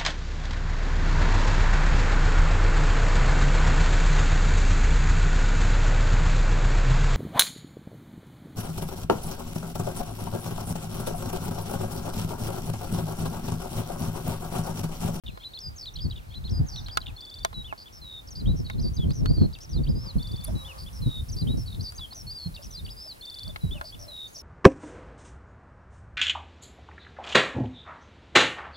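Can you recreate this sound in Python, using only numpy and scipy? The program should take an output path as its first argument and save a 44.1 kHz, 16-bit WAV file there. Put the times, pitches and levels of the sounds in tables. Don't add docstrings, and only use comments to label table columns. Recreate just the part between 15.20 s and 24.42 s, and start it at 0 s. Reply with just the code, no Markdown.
import sys
import numpy as np
from scipy import signal
from scipy.fft import rfft, irfft, next_fast_len
from scipy.io import wavfile
from scipy.ndimage import uniform_filter1d, map_coordinates

SR = 44100
rng = np.random.default_rng(int(sys.argv[2]) if len(sys.argv) > 2 else 0)


def unload_audio(sound):
    columns = np.transpose(np.atleast_2d(sound))
    steps = np.round(np.clip(columns, -1, 1) * 32767)
    wavfile.write(sys.argv[1], SR, steps.astype(np.int16))


N = 406602


def amp(db):
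    return 10 ** (np.asarray(db) / 20)


def unit(x):
    return x / np.sqrt(np.mean(x ** 2) + 1e-20)


def curve(points):
    return np.interp(np.arange(N) / SR, *np.transpose(points))


def wobble(rate, size=N):
    points = rng.standard_normal(int(size * rate / SR) + 4)
    return map_coordinates(points, [np.arange(size) * rate / SR])


def filtered(x, response):
    n = x.shape[-1]
    padded = next_fast_len(n + 8192)
    return irfft(rfft(x, padded) * response(np.fft.rfftfreq(padded, 1 / SR)), padded)[..., :n]


def noise(spectrum, size):
    f, db = np.transpose(spectrum)
    return filtered(rng.standard_normal(size),
                    lambda hz: amp(np.interp(np.log(hz + 1), np.log(f + 1), db)))


def add(track, s, sound):
    part = track[..., max(0, round(s * SR)):][..., :sound.shape[-1]]
    part += sound[..., :part.shape[-1]]


def rush(spectrum, alike):
    mid, side = noise(spectrum, (2, N))
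    side = unit(side) * np.sqrt((1 - alike) / (1 + alike))
    return np.array([unit(mid) + side, unit(mid) - side])


def swell(length):
    return signal.windows.tukey(int(length * SR))


def tone(hz, edge):
    t = np.arange(len(hz)) / SR
    fade = np.sin(np.pi / 2 * np.clip(np.minimum(t, t[-1] - t) / edge, 0, 1))
    return fade * np.sin(2 * np.pi * np.cumsum(hz) / SR)


def air():
    # f/Hz, level/dB
    hush = [(250, -6), (500, -10), (1000, -15), (2000, -26), (4000, -17), (7000, -23), (15500, -23.5)]
    wide_hush = [(300, 1), (700, 1), (1250, -1.5), (2500, -7), (5000, -25)]
    return amp(-58.5) * rush(hush, alike=0.43) + amp(-65.5) * rush(wide_hush, alike=-0.83)


def gust_strength(length_s=0.25, rise_share=0.52, edge_db=-19, breeze_db=-56):
    # t/s, level/dB
    gusts = [(.09, -34.5), (.5, -36.5), (.73, -44), (.86, -29), (.94, -36), (1.101, -43), (1.189, -36),
             (1.33, -26), (1.42, -28.5), (1.56, -34.5), (1.66, -35.5), (1.78, -40), (1.89, -37),
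             (2.23, -43), (2.38, -35.5), (2.49, -43), (2.83, -42.5), (2.97, -48), (3.14, -39.5),
             (3.3, -21.5), (3.399, -28), (3.591, -27.5), (3.668, -25.5), (3.8, -28), (3.871, -23),
             (4.042, -25), (4.109, -20), (4.219, -20.5), (4.589, -24.5), (4.681, -26), (4.76, -27),
             (4.87, -33), (5, -32), (5.13, -28.5), (5.22, -38), (5.341, -27), (5.46, -43), (5.64, -38),
             (5.82, -31), (6, -31.5), (6.15, -29.5), (6.3, -25), (6.38, -28), (6.5, -35.5), (6.6, -31.5),
             (6.8, -38.5), (7.07, -37), (7.33, -40), (7.48, -38.5), (7.64, -35), (7.76, -44.5), (8.3, -35),
             (8.51, -31), (8.76, -41.5), (8.86, -44.5)]
    t = np.arange(N) / SR
    coarse_t = t[::64]
    power = amp(breeze_db) ** 2
    for s, db in gusts:
        from_peak = np.maximum((s - coarse_t) / rise_share, (coarse_t - s) / (1 - rise_share)) / length_s
        power = power + amp(db + edge_db * from_peak) ** 2
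    return np.interp(t, coarse_t, 10 * np.log10(power))


def wind(eddy_db=-11, eddy_growth=0.59, thump_rise_s=0.0108):
    # f/Hz, level/dB
    buffet_colour = [(10, -25), (22, -12.5), (40, 1), (90, -1), (150, -11.5), (350, -41.5), (700, -73)]
    # f/Hz, level/dB
    eddy_colour = [(60, -2), (130, 7.5), (210, 0.5), (320, -8.5), (500, -18.5), (5000, -72)]
    # t/s, level/dB
    blows = [(0.85, -28), (1.404, -21), (3.295, -28.5), (4.563, -22.5), (4.966, -20), (5.87, -20),
             (6.227, -23), (7.267, -30.5), (8.444, -23)]
    gust_db = gust_strength()
    buffet = amp(gust_db + 3.2 * np.tanh(wobble(30)) - 2) * rush(buffet_colour, alike=0.48)
    swirl_db = gust_db + eddy_db + eddy_growth * (gust_db + 31)
    eddies = amp(swirl_db + 9.1 * np.tanh(0.68 * wobble(55))) * rush(eddy_colour, alike=-0.68)
    push = np.zeros(N)
    age = np.arange(SR // 6) / SR / thump_rise_s
    for s, db in blows:
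        add(push, s - thump_rise_s, amp(db) * age * np.exp(1 - age))
    thump_colour = [(25, -6.5), (70, 3), (150, 1.5), (250, -13), (500, -31.5), (4000, -74)]
    return buffet + eddies + push * rush(thump_colour, alike=0.036)


def far_lark():
    # t/s, length/s, start f/Hz, end f/Hz, level/dB
    whistles = [(.06, 0.24, 4010, 4260, -61), (.27, 0.091, 4220, 4500, -59.5),
                (1.018, 0.036, 3150, 2145, -66), (1.085, 0.056, 4120, 4500, -62),
                (1.52, 0.071, 5650, 5850, -49), (1.585, 0.035, 5740, 4030, -50),
                (9.065, .025, 4400, 4700, -59), (9.075, 0.021, 6700, 6250, -54),
                (9.125, 0.032, 6900, 6200, -55), (9.155, 0.021, 6100, 5030, -41),
                (9.16, 0.034, 4680, 4335, -59)]
    out = np.zeros(N)
    for s, length, start_hz, end_hz, db in whistles:
        n = int(length * SR)
        hz = np.linspace(start_hz, end_hz, n) + 56 * wobble(334, n)
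        add(out, s, amp(db) * tone(hz, edge=0.0028))
    return out


def note(length, start_hz, middle_hz, end_hz, db,
         flutter_hz=0, depth_hz=0, thin_db=0, hoarse=0, waver_hz=30):
    attack_s, release_s = 0.00076, 0.0013 + 0.055 * length
    smooth_hz_per_s, rasp_hz_per_s = 18600, 224000
    n = int(length * SR)
    t = np.arange(n) / SR
    progress = t / length
    arc = 4 * progress * (1 - progress)
    hz = start_hz + (end_hz - start_hz) * progress + (middle_hz - (start_hz + end_hz) / 2) * arc
    hz *= 1 + 0.0062 * rng.standard_normal()
    db = db + 3 * (arc - 1) + 0.86 * rng.standard_normal()
    if depth_hz:
        speedup, narrowing = 0.25, 0.49
        turn = np.pi + 2 * np.pi * flutter_hz * t * (1 + speedup * progress / 2) + 0.32 * wobble(108, n)
        settle = 1 - narrowing * progress
        hz += depth_hz * settle * (np.sin(turn) + 0.087 * np.sin(2 * turn))
        db += 0.5 - thin_db * settle * np.cos(turn / 2) ** 4
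    slide = uniform_filter1d(np.abs(np.gradient(hz)) * SR, size=200)
    rough = np.clip((slide - smooth_hz_per_s) / rasp_hz_per_s, 0, 1)
    hz = uniform_filter1d(hz + (waver_hz + 210 * rough) * wobble(692, n), size=20)
    breaks_db = np.clip(7 * wobble(350, n) - 1, -18, 4)
    db += 0.5 * wobble(186, n) + np.sqrt(rough) * breaks_db
    phase = 2 * np.pi * np.cumsum(hz) / SR
    spit = unit(noise([(2000, -34), (4500, -8), (7500, 0), (12000, -8)], n))
    breath = wobble(846, n) * np.sin(phase) + wobble(846, n) * np.cos(phase)
    voice = (np.sin(phase) + amp(-6.5) * hoarse * breath) / np.hypot(1, hoarse)
    voice += amp(-36) * np.sin(2 * phase) + amp(-17) * rough ** 2 * spit
    voice *= 1 + amp(-11) * np.sqrt(rough) * np.sin(2 * np.pi * 950 * t)
    opening = np.clip(np.minimum(t / attack_s, (length - t) / release_s), 0, 1)
    return amp(db) * np.sin(np.pi / 2 * opening) * voice


def second_voice(name, pulse_hz=80.9, swing_hz=338, swing_db=1):
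    low_notes = { "chit": [(0.0036, 0.031, 2930, 3700, -18)], "opening": [(.39, 0.11, 5180, 4020, -23),
                 (.705, 0.0368, 3700, 2750, -30.5)], "warble": [(.385, .095, 4250, 3930, -21.5)],
                 "flourish": [(.358, 0.035, 3650, 2700, -25.5), (.44, 0.067, 3800, 3620, -26.5),
                 (.71, .1, 3850, 3750, -33), (.845, .07, 3330, 2860, -31)], }
    out = np.zeros(SR)
    for s, length, start_hz, end_hz, db in low_notes.get(name, []):
        turn = 2 * np.pi * pulse_hz * np.arange(int(length * SR)) / SR
        hz = np.linspace(start_hz, end_hz, len(turn)) + swing_hz * np.cos(turn)
        add(out, s, amp(db - swing_db * np.sin(turn)) * tone(hz, edge=0.0021))
    return out


def phrase(name):
    whistles = { "chit": [(0, 0.0098, 3360, 3660, 2930, 0), (0.018, 0.0083, 3540, 3600, 3260, -3),
                (.007, .04, 2950, 2850, 2330, -13.5)], "opening": [(.003, 0.042, 3240, 3460, 4350, -19),
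                (.012, .03, 2140, 2400, 3100, -31), (.037, .015, 3200, 3520, 3950, -10),
                (.05, 0.032, 3960, 4070, 4000, -6.5), (.137, 0.045, 3460, 4200, 3300, -8.5),
                (.176, .015, 3310, 3400, 3420, -12.5), (.19, 0.0099, 3950, 4900, 4700, -7.5),
                (.205, .032, 6060, 5280, 5080, -11), (.236, 0.061, 4960, 4900, 4710, -6),
                (.362, 0.02, 6500, 6360, 6100, -16), (.382, .012, 6250, 5650, 5400, -7.5),
                (.396, 0.011, 6000, 5200, 5150, -8), (.412, .016, 5500, 4760, 4950, -7),
                (.429, 0.019, 4900, 4400, 4780, -8.5), (.455, 0.0078, 4640, 3900, 3200, -8),
                (.465, 0.031, 4230, 3800, 3530, -5), (.541, 0.0099, 5800, 5820, 5550, -15.5),
                (.558, .012, 3650, 4150, 4600, -4), (.568, .016, 4500, 3330, 3220, -13.5),
                (.589, 0.014, 3870, 3443, 3210, -8.5), (.607, 0.034, 4360, 4880, 4800, -7),
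                (.638, 0.035, 5300, 4500, 4500, -10), (.701, 0.0045, 4600, 4700, 4600, -9),
                (.711, 0.0079, 3830, 3950, 4350, -5), (.722, .014, 3430, 3180, 3003, -14)],
                "rattle": [(0, .011, 4360, 4320, 4330, -7), (.012, .03, 3400, 3584, 3460, -7.5)],
                "whistle": [(0.002, 0.0884, 3983, 3916, 3850, -2)],
                "buzzes": [(0, 0.032, 3250, 3490, 3570, -8), (.032, .047, 3060, 2844, 2430, -11.5),
                (.214, 0.027, 3260, 3460, 3600, -12), (.236, 0.0082, 3530, 3030, 2740, -15),
                (.371, .028, 4180, 4100, 3960, -11)], "warble": [(0, 0.0118, 4950, 5600, 6140, -13),
                (.012, 0.0116, 5560, 4830, 4770, -10.5), (.033, .031, 6600, 5780, 5280, -10),
                (.102, 0.027, 4800, 4780, 4700, -5.5), (.125, 0.022, 4620, 4090, 4000, -8.5),
                (.186, 0.0125, 3030, 3220, 3130, -7.5), (.199, 0.055, 3610, 3860, 3920, -7),
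                (.374, 0.021, 4400, 4420, 4500, -14), (.391, 0.014, 4480, 3870, 4030, -7.5),
                (.415, 0.0085, 4300, 3830, 3760, -14), (.438, 0.0097, 4000, 3700, 3800, -7),
                (.461, 0.0071, 4170, 3740, 3700, -11), (.51, 0.02, 4230, 4200, 4230, -14),
                (.523, 0.012, 4200, 4840, 4950, -5.5), (.541, 0.015, 5960, 5900, 5740, -14),
                (.695, 0.011, 5100, 4760, 4830, -4), (.708, 0.013, 4040, 3800, 3700, -8.5),
                (.724, 0.051, 3460, 3364, 3090, -6.5), (.823, 0.028, 4200, 4320, 3550, -13),
                (.842, 0.012, 4470, 4870, 4850, -9.5)], "flourish": [(.004, 0.041, 4400, 4400, 4410, -5),
                (.034, 0.039, 4400, 4780, 4340, -4), (.083, 0.0455, 4710, 4740, 4370, -4.5),
                (.277, 0.0067, 3580, 4000, 4200, -11), (.284, 0.0133, 4970, 4570, 4380, -5),
                (.298, 0.0082, 4100, 3530, 2950, -7), (.308, 0.014, 2770, 2740, 2650, -12),
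                (.394, 0.0163, 6290, 5320, 5000, -11.5), (.443, 0.011, 5650, 6080, 5900, -11),
                (.458, 0.029, 6070, 5520, 4770, -10), (.482, 0.022, 4930, 4690, 4630, -4.5),
                (.505, 0.024, 4340, 4150, 4140, -6.5), (.525, 0.019, 3850, 3720, 3650, -8),
                (.585, 0.014, 4560, 4600, 4630, -7), (.599, 0.0066, 3880, 3210, 2736, -9),
                (.616, .021, 2610, 3300, 4320, -10), (.638, 0.01, 4630, 4850, 4750, -6.5),
                (.646, 0.029, 5120, 5050, 4640, -8), (.702, 0.043, 4850, 4950, 5020, -9.5),
                (.81, 0.058, 5120, 4520, 3810, -5)], }
    buzzes = { "buzzes": [(.133, 0.065, 4750, 4740, 4580, -11, 87.5, 362, 3, 0.05),
              (.282, 0.07, 5750, 5500, 5090, -14.5, 81, 327, 5, 0.4),
              (.4, .058, 3900, 3810, 3780, -8, 80, 70, 11, .05),
              (.454, 0.1096, 3766, 3724, 3637, -5, 66.8, 98, 6, 0.08)],
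              "warble": [(.08, 0.027, 4640, 4690, 4620, -7.5, 94, 298, -4, 0),
              (.288, 0.066, 5640, 5470, 5080, -12, 83, 332, 7, 0),
              (.555, 0.066, 5030, 4644, 4680, -5, 70.3, 199, 0, 0.27),
              (.664, .032, 5800, 6350, 6100, -11.5, 95, 160, 18, .15),
              (.862, 0.078, 6140, 5760, 5400, -10, 85, 258, 8, 0)],
              "flourish": [(.122, .095, 4370, 4315, 4210, -5, 135, 114, 7.5, 0.03),
              (.355, .04, 4900, 5680, 5900, -12, 193, 300, 2, 0.3),
              (.735, .077, 5000, 5200, 5150, -9.5, 72, 190, 1, .15)], }
    out = np.zeros(SR)
    for s, *shape in whistles[name] + buzzes.get(name, []):
        add(out, s, note(*shape))
    if name == "rattle":
        out += rattle()
    return out + second_voice(name)


def field_echo(x, fade_s, rise_s):
    t = np.arange(SR // 3) / SR
    tail = rng.standard_normal((2, len(t))) * amp(-60 * t / fade_s) * (1 - np.exp(-t / rise_s))
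    return signal.fftconvolve(x[None], tail / np.linalg.norm(tail[0]), axes=1)[:, :N]


def larks(port_lag_s=0.00002, bounce_s=0.0098, bounce_db=-19):
    # t/s, phrase name, level/dB
    song = [(0.062, "chit", -33.5), (.198, "opening", -30), (0.958, "chit", -39.5),
            (1.103, "opening", -32.5), (1.861, "chit", -34.5), (1.964, "rattle", -34.5),
            (2.339, "whistle", -35), (2.444, "buzzes", -33), (3.072, "warble", -33.5),
            (4.05, "flourish", -35.5), (4.983, "rattle", -35.5), (5.351, "whistle", -39),
            (5.448, "buzzes", -31), (6.085, "warble", -30.5), (7.064, "flourish", -32.5),
            (8.01, "rattle", -32.5), (8.407, "whistle", -45), (8.51, "buzzes", -30.5),
            (9.146, "warble", -30.5)]
    near = np.zeros(N)
    for s, name, db in song:
        add(near, s, amp(db) * phrase(name))
    far = far_lark()
    heard = near + far
    add(heard, bounce_s, amp(bounce_db) * near)
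    ports = filtered(heard, lambda hz: np.exp(1j * np.pi * hz * port_lag_s * np.array([[1], [-1]])))
    ports *= amp([[0.4], [-0.4]])
    early_echo = amp(-16) * field_echo(near, fade_s=0.1, rise_s=0.008)
    late_echo = amp(-19) * field_echo(near, fade_s=0.18, rise_s=0.043)
    far_echo = amp(-2.5) * field_echo(far, fade_s=0.21, rise_s=0.0054)
    return ports + early_echo + late_echo + far_echo


def plastic_clicks(favour_db=11.5, favour_octaves=0.25):
    # t/s, level/dB, then relative ring/dB, crack/dB, snap/dB, and favoured f/Hz
    clicks = [(0.173, -37.5, -12, -16.5, -25, 500), (1.683, -32, -30, -14, -18, 1300),
              (1.771, -12.5, -19.5, -16.5, -11, 1303), (2.247, -17, -15, -15, -8, 726),
              (2.328, -41.5, -13, -11, -31, 940), (2.525, -30.5, -8.5, -30, -44, 750),
              (3.498, -25.5, -17.5, -18.5, -20, 2160), (3.905, -38, -29, -11.5, -11, 2000),
              (4.057, -24.5, -24, -15.5, -16, 1440), (4.386, -37, -29, -20.5, -9, 2000),
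              (5.237, -39, -32, -24, -6, 2000), (5.248, -33, -31, -25, -10.5, 2000),
              (6.721, -40.5, -21, -20, -3, 1400), (6.79, -43.5, -15.5, -10, -30, 960),
              (6.923, -45, -12, -16, -30, 940), (8.359, -28, -17.5, -15.5, -31, 2170),
              (8.611, -28.5, -13.5, -18, -18, 1520)]
    # f/Hz, level/dB, time to fall 60 dB/s
    shell_tones = [(377, -6.5, .035), (500, -8.5, 0.034), (665, -5, 0.047), (846, 3, 0.026),
                   (1056, 0, 0.052), (1270, -1.5, 0.029), (1440, -6, 0.048), (1698, -4, 0.033),
                   (2176, -3, .028), (3700, -16, .024)]
    out = np.zeros((2, N))
    t = np.arange(SR // 8) / SR
    crack_colour = [(600, -2.5), (1300, 7.5), (2300, 1), (4000, 6.5), (6000, -10.5), (9000, -16)]
    snap_colour = [(3000, -1), (6000, 7.5), (10500, -2), (15000, -18)]

    def burst(colour, fade_s):
        return unit(noise(colour, (2, len(t)))) * amp(-60 * t / fade_s) * (1 - np.exp(-t / 0.00079))

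    for s, db, ring_db, crack_db, snap_db, favoured_hz in clicks:
        ring = np.zeros((2, len(t)))
        for hz, level, fade_s in shell_tones:
            boost_db = favour_db * np.exp(-(np.log2(hz / favoured_hz) / favour_octaves) ** 2)
            strength = amp(level + boost_db + rng.standard_normal((2, 1)) - 60 * t / fade_s)
            ring += strength * np.sin(2 * np.pi * hz * t + rng.uniform(0, 2 * np.pi, (2, 1)))
        ring *= amp(ring_db) * (1 - np.exp(-t / 0.00029))
        crack = amp(crack_db + 9) * burst(crack_colour, fade_s=0.026)
        snap = amp(snap_db + 9.5) * burst(snap_colour, fade_s=0.0079)
        mid, side = ring * amp([[0], [8]]) + crack * amp([[0], [-0.5]]) + snap * amp([[0], [-3]])
        add(out, s + 0.00093, amp(db) * np.array([mid + side, mid - side]))
    return out


def hand_rub(start_s=1.18, length_s=0.9, db=-61):
    stroke = np.zeros(N)
    add(stroke, start_s, amp(db) * swell(length_s))
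    colour = [(400, -14), (780, 8.5), (1100, 0), (1650, 0.5), (2200, -11), (6000, -20)]
    return stroke * rush(colour, alike=-0.2)


def rattle(start_s=0.042, beat_s=0.0449, last_note_s=0.024):
    # t/s into the beat, length/s, start f/Hz, middle f/Hz, end f/Hz, level/dB
    pair = [(0, 0.0106, 4160, 4700, 4340, -2.5), (0.015, .031, 3436, 3566, 3410, -7)]
    accents = [0.5, -1.5, -0.5, -0.5, -1.5, -2]
    tick_colour = [(3000, -25), (5200, -6), (8000, 4), (10000, -14), (14000, -25)]
    out = np.zeros(SR)
    for beat, accent_db in enumerate(accents):
        when = start_s + beat * beat_s
        tick = unit(noise(tick_colour, int(0.016 * SR)))
        add(out, when, amp(accent_db - 26) * tick * np.hanning(len(tick)))
        for s, length, *shape in pair:
            if beat == len(accents) - 1:
                length = min(length, last_note_s)
            add(out, when + s, amp(accent_db) * note(length, *shape))
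    return out


def electronics_whine(start_s=2.08, hz=10175, db=-73.5):
    t = np.arange(N) / SR
    return amp(db) * (t > start_s) * np.sin(2 * np.pi * hz * t)


def zoom_motor(hum_hz=528):
    # t/s, relative level/dB
    run = [(4.75, -100), (4.85, -41.5), (4.98, -53.5), (5.3, -47), (5.58, -42), (5.66, -57), (5.8, -50.5),
           (5.93, -50), (6.05, -90)]
    # f/Hz, level/dB
    gear_colour = [(400, -14), (530, 3), (700, -2), (900, 2.5), (1200, 5), (1400, -7), (2000, -11),
                   (6000, -13.5), (12000, -36)]
    gears = rush(gear_colour, alike=-0.53)
    hum = 0.73 * tone(hum_hz + 8 * wobble(18), edge=0.01)
    return amp(curve(run) - 13.5) * (gears + hum)


def servo_hiss():
    # t/s, level/dB
    loudness = [(4.9, -90), (4.95, -62), (5.235, -62), (5.26, -58.5), (9.22, -61)]
    # f/Hz, level/dB
    colour = [(2000, -14), (4500, -9.5), (5300, -6), (6500, -13), (8500, -7.5), (9700, -5.5), (10200, 0),
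              (10500, -8), (10850, 2), (11600, -8.5), (15500, -9.5)]
    return amp(curve(loudness)) * rush(colour, alike=0.72)


def thin_hisses(half_width_octaves=0.15):
    # t/s, length/s, f/Hz, level/dB
    hisses = [(4.93, 0.12, 11400, -70), (5.26, 0.081, 5470, -59.5), (5.298, 0.25, 5600, -66.5)]
    out = np.zeros((2, N))
    for s, length, centre_hz, db in hisses:
        fade = swell(length)
        band = filtered(rng.standard_normal((2, len(fade))),
                        lambda hz: np.exp(-(np.log2((hz + 1) / centre_hz) / half_width_octaves) ** 2))
        add(out, s, amp(db) * fade * unit(band))
    return out


def lens_squeaks():
    # t/s, length/s, start f/Hz, middle f/Hz, end f/Hz, level/dB
    squeaks = [(5.241, 0.0066, 11200, 11600, 10800, -35), (5.2461, .0045, 10950, 10860, 10800, -25.5),
               (5.27, 0.015, 9300, 10000, 10300, -44.5)]
    out = np.zeros(N)
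    for s, *shape in squeaks:
        add(out, s, note(*shape, waver_hz=200))
    return out


def focus_motor():
    # t/s, length/s, level/dB
    steps = [(5.271, 0.048, -46.5), (6.957, 0.032, -56.5), (7.385, 0.04, -55), (7.841, 0.044, -55.5),
             (8.261, 0.054, -54), (8.529, 0.15, -52.5), (8.768, 0.19, -55.5), (9.158, 0.035, -58)]
    moving = np.zeros(N)
    for s, length, db in steps:
        add(moving, s, amp(db) * swell(length))
    colour = [(450, -35), (580, 5.5), (650, 3.5), (760, -9), (1200, -14.5), (5000, -40)]
    return moving * rush(colour, alike=0.38)


def scene():
    outdoors = larks() + wind() + air()
    close_by = hand_rub() + plastic_clicks() + zoom_motor() + servo_hiss()
    close_by += thin_hisses() + lens_squeaks() + focus_motor() + electronics_whine()
    return outdoors + close_by


def record(dry, start_s=0.037, top_hz=15800):
    running = np.arange(N) / SR > start_s
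    return filtered(dry * running, lambda hz: hz < top_hz)


dry = scene()
out = record(dry)
unload_audio(out)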